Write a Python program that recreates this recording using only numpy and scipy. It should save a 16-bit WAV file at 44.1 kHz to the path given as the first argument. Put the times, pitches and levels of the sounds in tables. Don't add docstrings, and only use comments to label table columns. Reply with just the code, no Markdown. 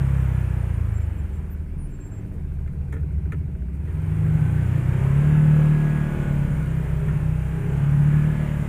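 import sys
import numpy as np
from scipy import signal
from scipy.fft import rfft, irfft, next_fast_len
from scipy.io import wavfile
from scipy.ndimage import uniform_filter1d, map_coordinates

SR = 44100
rng = np.random.default_rng(int(sys.argv[2]) if len(sys.argv) > 2 else 0)


def waveform_to_disk(signal):
    frames = np.transpose(np.atleast_2d(signal))
    scaled = np.clip(frames, -1, 1) * 32767
    samples = np.round(scaled).astype(np.int16)
    wavfile.write(sys.argv[1], SR, samples)


def undo_db(level):
    steps = np.asarray(level, float) / 20
    return 10 ** steps


N = 382788

# f/Hz, density level/dB
FLOOR_SPECTRUM = [(260, -26), (450, 6.5), (605, -8.5), (671, -3.5), (1020, -9.5), (1090, -13), (1330, -14),
                  (1840, -20), (1950, -12), (2400, -13), (3370, -26.5), (10200, -37), (11700, -36),
                  (14000, -33), (15500, -33)]
# f/Hz, level/dB
RUMBLE_SPECTRUM = [(15, -43), (30, 1.5), (70, -5), (150, 17), (210, 4.5), (300, -17), (420, -9),
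                   (600, -47.5), (900, -71)]
# f/Hz, density level/dB
HISS_SPECTRUM = [(2470, -33), (4200, -7.5), (5280, -8), (6610, -5.5), (9220, 3), (11000, -4), (12500, -6),
                 (14000, 0), (14700, -8), (15500, -6.5)]
# f/Hz, density level/dB
CLATTER_SPECTRUM = [(210, -33), (350, 1), (378, -7.5), (447, -4.5), (541, -5.5), (755, -11), (848, -8),
                    (1150, -12), (1670, -10), (1850, -13.5), (2310, -14.5), (3180, -24.5), (4270, -39),
                    (5170, -43), (7500, -31.5), (9750, -88), (16500, -120)]
# t/s, clatter level/dB
LOAD = [(0, -41.5), (.29, -42.5), (.94, -47.5), (1.45, -53), (1.67, -59.5), (2.17, -56), (2.42, -59.5),
        (3.72, -61.5), (3.92, -50), (4.25, -44), (4.78, -40.5), (5.27, -38.5), (6.21, -39.5), (6.55, -42),
        (7.4, -43.5), (8.24, -39.5), (8.68, -40)]
# engine order, level re clatter/dB
WHINES = [(16, -17), (22, -18), (24, -22), (34, -15), (35, -17), (40, -14), (44, -11)]
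# t/s, length/s, f/Hz, level re clatter/dB
CASING_RINGS = [(0, 0.67, 1713, -14), (4.1, 0.6, 840, -16), (4.2, 0.55, 1520, -10), (5.2, .7, 1304, -20),
                (5.2, 1.4, 814, -24), (5.4, 0.59, 1652, -15), (5.9, 1.05, 1465, -11.5), (6.7, .5, 406, 1),
                (7, 1.2, 835, -12), (7.45, 0.38, 398, -0.5), (7.4, 0.45, 1555, -18), (7.9, 0.87, 1700, -12)]
# f/Hz, width/Hz, level/dB
PANELS = [
    (290.7, 13, -55),
    (374, 19, -55.5),
    (632, 13.5, -68),
    (1506, 115, -70.5),
]
# t/s, peak level/dB, t60/s, top level/dB, thump level/dB
CLICKS = [(1.358, -46, .006, 20, 0), (2.676, -43, .03, -2, -12), (2.925, -33, 0.05, 4, -5),
          (2.928, -34, 0.055, 7, 0), (2.938, -33, 0.12, 5, 0), (2.965, -37.5, 0.12, -2, -5),
          (2.979, -50, .06, -4, 0), (3.3215, -28.5, 0.029, -1, -12), (3.325, -35, 0.054, 0, -3),
          (3.3324, -37, 0.034, 4, -6), (3.344, -37.5, 0.06, -8, 1), (3.874, -38, .2, -8, -3),
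          (7.084, -35, 0.09, -2, -11)]
# f/Hz, width/Hz, level/dB
HOUSING_MODES = [(284, 21, 13), (442, 52, 12.5), (930, 150, 3), (1310, 57, 0.5), (1388, 44, 1.5),
                 (1796, 160, 5.5), (2025, 120, -1), (2320, 130, -18), (3180, 210, -15.5), (6800, 2400, -15),
                 (9500, 3000, -20), (13500, 3000, -27)]
# t/s, length/s, f/Hz, glide/Hz, level/dB
SQUEAKS = [(.73, .03, 9550, -4, -62), (0.878, .04, 9550, -3, -68), (0.932, .065, 7500, 0, -57),
           (0.998, .05, 7520, 0, -64), (1.15, .04, 14000, -4, -69), (1.177, 0.037, 7450, 0, -63),
           (1.325, .075, 7570, 0, -69), (1.496, .055, 14050, 37, -57), (1.72, .04, 7450, 0, -80),
           (1.769, 0.12, 9640, 150, -60.5), (1.894, 0.1, 7530, -50, -62.5), (1.99, 0.11, 7520, -30, -57),
           (2.03, .055, 10800, 0, -79), (2.095, 0.116, 7500, 30, -60)]

# t/s, cycle f/Hz
OTHER_SPEED = [(0.0, 39.4), (0.56, 37.7), (1.33, 38.2), (2.39, 38.6), (2.5, 34.9), (2.79, 37.6),
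               (3.44, 38.2), (3.72, 32.9), (3.97, 30.9), (4.25, 31.4), (4.99, 28.1), (5.64, 25.6),
               (6.17, 26.9), (6.73, 31.8), (7.16, 30.2), (7.66, 32.2), (8.68, 31.4)]
# t/s, level/dB, brightness/dB per octave
OTHER_DRIVE = [(0, -25, 4), (.6, -7, -1.5), (1.3, -3.5, -1), (1.7, -2.5, -3), (2.1, -9, 4.5), (2.6, 0.5, 3),
               (3.1, -2.2, -3), (3.7, -3.2, 0), (4.3, 12, 5), (5, 6.5, -6), (5.45, 8, -2), (5.65, 0.5, 6.5),
               (6.4, 8.5, -3), (7.2, 6.9, -2), (8, 5.5, 4), (8.68, 2, 0)]
OTHER_MAIN = {2: -39.5, 3: -45, 4: -41, 5: -34}
# f/Hz, level/dB
OTHER_PIPE = [(12, -62), (35, -51.5), (230, -56.5), (400, -70), (900, -80)]
# f/Hz, level/dB
WAY_IN = [(50, -9.5), (62, 0.5), (75, 10), (90, -0.5), (115, -11), (150, -0.5), (195, -8)]

# t/s, cycle f/Hz
OWN_SPEED = [(0.0, 34.0), (0.46, 31.5), (0.93, 26.7), (1.79, 14.9), (2.24, 15.5), (2.73, 13.4),
             (3.54, 13.5), (4.15, 25.1), (4.55, 30.0), (4.9, 30.7), (5.32, 38.2), (6.22, 37.3),
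             (6.75, 31.8), (7.16, 34.9), (7.26, 30.5), (7.6, 33.6), (8.32, 38.1), (8.68, 35.8)]
# t/s, exhaust effort level/dB, brightness/dB per octave, intake boom level/dB
OWN_DRIVE = [(0, 0.5, -5.5, 9), (.5, -1.3, -8.5, 1.2), (.93, -6.4, -9.5, 7.5), (1.5, -18, -10, -3.3),
             (2.1, -11.5, -1.5, -14), (2.6, -11, -2.5, -19), (3.2, 4, 9.5, -14), (3.65, -10.5, 1.5, 10),
             (4.25, -1, 6.8, 2.8), (4.7, .6, 0.7, 2.7), (5.5, -2.5, 6, 13.5), (6.15, -4.5, 6.5, 3.2),
             (6.5, -4.7, 9.7, 5), (6.9, -8.7, 4, 6), (7.15, -4, 4.5, 6.5), (7.4, -7, 0, 1.8),
             (8, -1.5, 5, 10.5), (8.68, -3, 2, 2)]
OWN_MAIN = {2: -34.5, 3: -31.5, 4: -30, 5: -33, 6: -37.5, 8: -46.5}
# f/Hz, level/dB
OWN_PIPE = [(12, -60), (35, -39.5), (100, -28), (150, -35), (200, -61.5), (250, -55), (285, -53.5),
            (330, -62), (390, -55), (450, -67), (600, -68.5), (900, -91)]
# f/Hz, level/dB
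CAB = [(25, 7), (50, -4), (68, 6), (85, 5.5), (110, 1.6), (150, 2.5), (200, -0.7), (300, -2.7)]
# t/s, phase/turns
PULSE_LEAN = [
    (0, .25),
    (3.6, .25),
    (4.1, -.15),
    (8.68, -.15),
]

IDLE_HZ, IDLE_LUMPS = 22, 0.7


def evened(x):
    return x / np.sqrt(np.mean(x ** 2) + 1e-20)


def read(points, hz):
    f, value = np.transpose(points)
    return np.interp(np.log(hz + 1), np.log(f + 1), value)


def curves(rows):
    s, *columns = np.transpose(rows)
    return [np.interp(np.arange(N) / SR, s, c) for c in columns]


def drift(per_s):
    knots = rng.standard_normal(600)
    return map_coordinates(knots, [np.arange(N) / SR * np.clip(per_s, .1, 60)], order=2)


def add(mix, s, sound):
    part = mix[round(s * SR):][:len(sound)]
    part += sound[:len(part)]


def resonate(x, hz, width):
    turn = np.exp(2j * np.pi * np.cumsum(hz * np.ones(len(x))) / SR)
    r = np.exp(-np.pi * width / SR)
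    return 2 * (turn * signal.lfilter([1 - r], [1, -r], x / turn)).real


def noise(shape, patchy_db, size=1024):
    hz = np.fft.rfftfreq(size, 1 / SR)
    a, b, patches = rng.standard_normal((N * 4 // size + 5, len(hz), 3)).T
    patches = uniform_filter1d(patches, size=8, axis=0)
    patches = evened(uniform_filter1d(patches, size=14, axis=1))
    z = (a + 1j * b) * undo_db(read(shape, hz)[:, None] + patchy_db * patches)
    return evened(signal.istft(z, nperseg=size, noverlap=size * 3 // 4)[1][:N])


def rustle():
    puffs = undo_db(4 * np.clip(drift(40), 0, 2))
    floor = undo_db(-56.5) * noise(FLOOR_SPECTRUM, patchy_db=2.2)
    return floor + undo_db(-76) * puffs * noise(HISS_SPECTRUM, patchy_db=1, size=256)


def road_rumble(clatter_db):
    rumble_db = -40.5 + .25 * (clatter_db + 50)
    return undo_db(rumble_db) * noise(RUMBLE_SPECTRUM, patchy_db=1.5, size=4096)


def intake_hiss(clatter_db, firing):
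    over_knee_db = clatter_db + 43
    hiss_db = -66.5 + np.minimum(0.86 * over_knee_db, 0.45 * over_knee_db)
    hiss = noise(HISS_SPECTRUM, patchy_db=2) * evened(1 + 0.25 * firing)
    return undo_db(hiss_db + 7) * hiss


def valve_train(turns, speed_hz):
    cycles = rng.standard_normal((30, 512))
    place = [np.arange(N) / SR * 3.2, turns % 1 * 512]
    knocks = map_coordinates(cycles, place, mode="grid-wrap")
    size = next_fast_len(N)
    hz = np.fft.rfftfreq(size, 1 / SR)
    spectrum = rfft(knocks * np.sqrt(speed_hz), size) * undo_db(read(CLATTER_SPECTRUM, hz))
    return evened(irfft(spectrum)[:N])


def clatter(turns, speed_hz, firing):
    repeat = .45
    loose = noise(CLATTER_SPECTRUM, patchy_db=1.6) * evened(1 + 0.23 * firing)
    return np.sqrt(repeat) * valve_train(turns, speed_hz) + np.sqrt(1 - repeat) * loose


def whines(turns, speed_hz):
    out, loaded_db = np.zeros(N), 2.5 * (speed_hz - 38)
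    for k, db in WHINES:
        out += undo_db(db + loaded_db + 2.5 * drift(3)) * np.cos(2 * np.pi * k * turns)
    return out


def thumps(turns):
    return evened(np.diff(np.floor(turns), prepend=0) * undo_db(1.5 * rng.standard_normal(N)))


def casing(turns):
    out, shake = np.zeros(N), thumps(turns) + .45 * rng.standard_normal(N)
    for s, length, hz, db in CASING_RINGS:
        part = shake[round(s * SR):][:round(length * SR)]
        rung = resonate(resonate(part, hz, 40), hz, 40)
        add(out, s, undo_db(db) * evened(rung) * signal.windows.tukey(len(part), .6))
    return out


def machinery(turns, speed_hz):
    clatter_db = curves(LOAD)[0]
    firing = np.exp(-(2 * turns % 1) / 0.38) * undo_db(1.9 * drift(45))
    metal = clatter(turns, speed_hz, firing) + whines(turns, speed_hz) + casing(turns)
    return undo_db(clatter_db) * metal + intake_hiss(clatter_db, firing) + road_rumble(clatter_db)


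def panels(turns):
    cycle_hz = np.gradient(turns) * SR
    rattle = (.12 + np.exp(-(turns % 1) / .3)) * rng.standard_normal(N)
    shake = thumps(turns) * IDLE_HZ / cycle_hz + .9 * rattle
    out = np.zeros(N)
    for hz, w, db in PANELS:
        out += undo_db(db) * evened(resonate(resonate(shake, hz, 3 * w), hz, 1.45 * w))
    return out


def lever():
    out, t = np.zeros(N), np.arange(6000) / SR
    bursts = rng.standard_normal((len(CLICKS), len(t)))
    for (s, db, t60, top_db, thump_db), burst in zip(CLICKS, bursts):
        hit = burst * undo_db(-60 * t / t60) + 4 * (t == 0)
        rung = np.zeros(len(t))
        for hz, w, mode_db in HOUSING_MODES:
            mode_db = mode_db + top_db * (hz > 3000) + thump_db * (hz < 1000)
            rung += undo_db(mode_db) * evened(resonate(resonate(hit, hz, 5 * w), hz, w))
        add(out, s, undo_db(db) * rung / abs(rung).max())
    return out


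def brakes():
    out, wobble = np.zeros(N), drift(58)
    for s, length, hz, glide, db in SQUEAKS:
        u = np.linspace(0, 1, round(length * SR))
        shaky_hz = hz * (1 + 0.0046 * wobble[round(s * SR):][:len(u)]) + glide * (u - .5)
        tone = np.sin(2 * np.pi * np.cumsum(shaky_hz) / SR)
        add(out, s, np.sqrt(2) * undo_db(db) * tone * signal.windows.tukey(len(u), .6))
    return out * undo_db(3 * np.clip(drift(57), -3, 1))


def engine(speed, main, colour, drive, pipe, load_db, lean, count, uneven_db, slip):
    inertia_s, pivot_hz, boom_order = .14, 120, 4
    speed_hz = uniform_filter1d(curves(speed)[0], round(inertia_s * SR), mode="nearest")
    effort_db, bright, boom_db = drive
    lumps = 1 + IDLE_LUMPS * np.clip(2 - 2 * speed_hz / IDLE_HZ, 0, 1)
    turns = .38 + np.cumsum(speed_hz) / SR + slip * drift(12)
    out = np.zeros(N)
    for k in range(1, count):
        waver_db, hz = uneven_db * lumps * drift(5), k * speed_hz
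        if k in main:
            db = main[k] + effort_db + read(colour, hz) + bright * np.log2(hz / pivot_hz)
            db = db + boom_db * (k == boom_order) + waver_db
        else:
            db = load_db + read(pipe, hz) + 1.5 * (-1) ** k + min(k, 2.6) * waver_db
        scatter = np.clip((k - 4) / 9, .04, 1) * (rng.random() - .5) + .035 * drift(1.5)
        out += np.sqrt(2) * undo_db(db) * np.cos(2 * np.pi * (k * turns + lean + scatter))
    return out, turns, speed_hz


def other_vehicle():
    drive = (*curves(OTHER_DRIVE), 0)
    return engine(OTHER_SPEED, OTHER_MAIN, WAY_IN, drive, OTHER_PIPE, load_db=0, lean=0,
                  count=10, uneven_db=1.5, slip=.005)[0]


def own_engine():
    drive = curves(OWN_DRIVE)
    load_db = 0.72 * (curves(LOAD)[0] + 49) - 1.95 + 0.5 * drive[1]
    return engine(OWN_SPEED, OWN_MAIN, CAB, drive, OWN_PIPE, load_db, lean=curves(PULSE_LEAN)[0],
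                  count=20, uneven_db=1.1, slip=.001)


def scene():
    own, turns, speed_hz = own_engine()
    background = rustle() + other_vehicle()
    cab = machinery(turns, speed_hz) + panels(turns) + lever() + brakes()
    return (background + cab + own)[None]


def band_limit(x):
    return signal.sosfilt(signal.butter(12, 15800, fs=SR, output="sos"), x)


def record(dry):
    low_cut = signal.butter(2, 20, "high", fs=SR, output="sos")
    band = signal.firwin(255, 15350, window=("kaiser", 5), fs=SR)
    heard = signal.oaconvolve(signal.sosfilt(low_cut, dry), band[None], "same")
    return band_limit(heard)


dry = scene()
out = record(dry)
waveform_to_disk(out)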